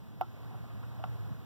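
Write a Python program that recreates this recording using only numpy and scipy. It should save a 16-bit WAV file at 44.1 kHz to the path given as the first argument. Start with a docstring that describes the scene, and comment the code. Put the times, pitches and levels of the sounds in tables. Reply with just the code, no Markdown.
"""Outdoors, beside a wheel: hands set a metal tool against the steel rim.
Two dull clicks stand out, with light taps between them and soft bumps on the tyre.
Further off lie a low wavering drone, perhaps a far engine, and outdoor rumble; the microphones hiss.
The recorder widens the stereo image by feeding each side, inverted and late, to the other."""
import sys
import numpy as np
from scipy.fft import rfft, irfft, next_fast_len
from scipy.io import wavfile
from scipy.ndimage import map_coordinates

SR = 44100
rng = np.random.default_rng(int(sys.argv[2]) if len(sys.argv) > 2 else 0)


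def store_pcm(level_fs):
    """Save levels as 16-bit WAV."""
    pcm = np.round(np.clip(level_fs, -1, 1) * 32767).astype(np.int16)
    wavfile.write(sys.argv[1], SR, np.atleast_2d(pcm).T)


N = 63945


def amp(db):
    """Decibels to gain."""
    return 10 ** (np.asarray(db) / 20)


def curves(rows):
    """One value per sample for each column after the time."""
    times, *columns = np.transpose(rows)
    return [np.interp(np.arange(N) / SR, times, column) for column in columns]


def since(start):
    """Seconds since start, zero before it."""
    return np.maximum(np.arange(N) / SR - start, 0)


def wobble(rate):
    """A smooth random curve, rate knots a second."""
    return map_coordinates(rng.standard_normal(256), [np.arange(N) * rate / SR], mode="wrap")


def filtered(x, response):
    """x through a filter given as a complex response of frequency."""
    size = next_fast_len(N + SR // 4)
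    hz = np.fft.rfftfreq(size, 1 / SR)
    return irfft(rfft(x, size) * response(hz), size)[..., :N]


def noise(spectrum):
    """Noise whose density joins (f/Hz, level/dB per Hz) points on a log frequency axis."""
    points_hz, db = np.transpose(spectrum)
    white = rng.standard_normal(N) * np.sqrt(SR / 2)
    return filtered(white, lambda hz: amp(np.interp(np.log(hz + 1), np.log(points_hz + 1), db)))


def fade(t, t60, attack_s):
    """A quick, rounded rise and an exponential decay."""
    return (1 - np.exp(-t / attack_s)) ** 2 * np.exp(-np.log(1000) * t / t60)


def burst(t, spectrum, t60, attack_s):
    """A dying puff of coloured noise; only the shape of the spectrum counts."""
    puff = noise(spectrum)
    return puff / puff.std() * fade(t, t60, attack_s)


def ring(t, modes, decay_scale, attack_s):
    """Struck modes, each varying in strength by about 2 dB from blow to blow."""
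    out = np.zeros(N)
    for hz, db, t60 in modes:
        gain = amp(db + 2 * rng.standard_normal())
        out += gain * np.sin(2 * np.pi * hz * t) * fade(t, t60 * decay_scale, attack_s)
    return out


def outdoors(rumble_db, air_db):
    """Low rumble all around, under a faintly flickering midrange wash of open air."""
    # base spectra of the rumble and the air: f/Hz, level/dB per Hz
    rumble = [(20, -93), (40, -74), (60, -67.5), (90, -63), (130, -62), (170, -68.5), (225, -70.5),
              (290, -75.5), (360, -86.5), (500, -89), (1000, -115)]
    air = [(100, -105), (350, -90.5), (600, -89.5), (750, -86.5), (1100, -88.5), (1500, -92.5),
           (2200, -101), (4000, -112), (8000, -128)]
    return amp(rumble_db) * noise(rumble) + amp(air_db + 0.37 * wobble(rate=39.64)) * noise(air)


def microphone_hiss(gain_db):
    """Left and right microphones each make their own noise."""
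    # base spectrum of the self-noise: f/Hz, level/dB per Hz
    hiss = [(100, -100), (400, -88), (1200, -105), (2200, -103), (3500, -104), (5000, -110), (7000, -115),
            (9000, -121), (12000, -114), (15000, -109), (16000, -110)]
    return amp(gain_db) * np.array([noise(hiss), noise(hiss)])


def drone():
    """One low wavering tone, perhaps a far engine, that swells, sags and fades."""
    # course of the tone: t/s, f/Hz, level/dB
    course = [(0, 114.1, -91), (.29, 112.7, -48), (.34, 114.2, -52), (.56, 118, -41.5), (.67, 113.7, -46),
              (.76, 114.2, -44.5), (.90, 114.9, -40.5), (.94, 118.5, -53), (.99, 116.2, -39),
              (1.08, 119.6, -40), (1.16, 112, -41), (1.26, 109.1, -39.5), (1.35, 111.2, -49),
              (1.45, 112, -58)]
    hz, db = curves(course)
    waver_db = -0.5 * wobble(rate=23)
    phase = 2 * np.pi * np.cumsum(hz) / SR
    return np.sqrt(2) * amp(db + waver_db) * np.sin(phase)


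def tool_on_rim():
    """Each contact rings the rim, snaps, pings at the tool's edge and scatters off the wheel dish."""
    # contacts: t/s, level/dB, decay scale, pitch ratio, tilt/dB per octave, relative ping level/dB
    contacts = [(.2108, -17, 0.74, 0.99, -1, -19), (.403, -51, 0.49, 1.36, -22, -40),
                (.430, -50.5, 1.1, 0.96, 7, -42), (.510, -41.5, 0.79, 1, -4, -48),
                (.543, -39, 0.94, 1, -3, -34), (.641, -38.5, 0.73, 0.91, -3, -40),
                (.703, -43.5, 0.99, 0.92, 5, -40), (.830, -35, 0.43, 1.41, -6, -40),
                (.835, -42, 0.53, 1.9, -1, -40), (.917, -42, 0.33, 1.12, -12, -40),
                (.995, -39.5, 1.42, 0.87, -9.5, -40), (1.0380, -30.5, 0.19, 0.91, 9.5, -42),
                (1.0391, -22.5, .45, .99, 4, -37), (1.177, -69, .7, 1.1, -4, -40)]
    # base modes of the rim, damped by tyre and hands: f/Hz, level/dB, t60/s
    rim_modes = [(355.7, -26.5, 0.18), (474, -32, .11), (555, -33, 0.069), (759, -2, 0.062),
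                 (859, -18.5, 0.12), (857, -9, 0.023), (1072, -17.5, 0.081), (1277, -18.5, 0.057),
                 (1363, -16.5, 0.09), (1450, -28.5, 0.15), (2010, -27, 0.075), (2763, -17, 0.016),
                 (3010, -23.5, 0.018), (4830, -30, .014)]
    # spectra of the hard contact, the bare metal edge and the near reflections: f/Hz, relative level/dB
    snap_spectrum = [(1500, -34), (2300, 5), (2800, 0.5), (3600, -7), (4200, -14), (6000, -17), (9000, -40),
                     (14000, -46)]
    ping_spectrum = [(4000, -25), (7000, -14), (9500, -31), (11000, -9), (12800, -11), (14400, 6),
                     (15700, -2)]
    dish_spectrum = [(250, -27), (500, -22), (850, 5), (1400, 4.5), (1800, -38), (2800, -17), (5000, -22),
                     (10000, -45)]
    attack_s, contact_t60_s = 0.0006, 0.013
    strongest_hz = max(rim_modes, key=lambda mode: mode[1])[0]
    out = np.zeros(N)
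    for start, db, decay_scale, pitch, tilt, ping_db in contacts:
        t = since(start)
        modes = [(hz * pitch, level + tilt * np.log2(hz / strongest_hz), t60)
                 for hz, level, t60 in rim_modes]
        snap = amp(-17) * burst(t, snap_spectrum, contact_t60_s, attack_s)
        ping = amp(ping_db) * burst(t, ping_spectrum, contact_t60_s, attack_s)
        reflections = amp(-21) * decay_scale * burst(t, dish_spectrum, t60=0.12, attack_s=0.003)
        out += amp(db) * (ring(t, modes, decay_scale, attack_s) + snap + ping + reflections)
    return out


def hands_on_tyre():
    """Soft bumps of the hands stir the tyre's low, short-lived modes."""
    # bumps: t/s, level/dB
    bumps = [(0.323, -37.5), (.531, -40), (0.734, -29), (1.142, -36), (1.305, -26.5), (1.378, -32.5)]
    # base modes of the tyre: f/Hz, level/dB, t60/s
    tyre_modes = [(88, -5, 0.13), (137, 7, 0.057), (203.7, -7.5, 0.11)]
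    return sum(amp(db) * ring(since(start), tyre_modes, decay_scale=0.96, attack_s=0.0042)
               for start, db in bumps)


def scene():
    """Wheel and surroundings reach the right microphone only; both microphones hiss."""
    # gains on the background spectra: t/s, rumble/dB, air/dB, hiss/dB
    background = [(0, -4.5, -5.5, -3), (.2, -6, -4.5, -4), (.33, -7, -2, -1), (.5, -2.5, 1, -1.5),
                  (.8, -4.5, 0, -1), (1.1, -2.5, 2, 0), (1.3, -2, 1, -0.5), (1.45, -6.5, -2, -1)]
    rumble_db, air_db, hiss_db = curves(background)
    ambience = outdoors(rumble_db, air_db)
    left, right = microphone_hiss(hiss_db)
    wheel = tool_on_rim() + hands_on_tyre()
    return np.array([left, right + wheel + drone() + ambience])


def record(dry):
    """The recorder widens by subtracting a late copy of the opposite side, then cuts the top treble."""
    cross_db, cross_delay_s = -0.38, 20 / SR
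    left_db, top_hz = -0.65, 15900
    late_opposite = filtered(dry[::-1], lambda hz: np.exp(-2j * np.pi * hz * cross_delay_s))
    wide = dry - amp(cross_db) * late_opposite
    return filtered(wide * amp([[left_db], [0]]), lambda hz: hz < top_hz)


dry = scene()
out = record(dry)
store_pcm(out)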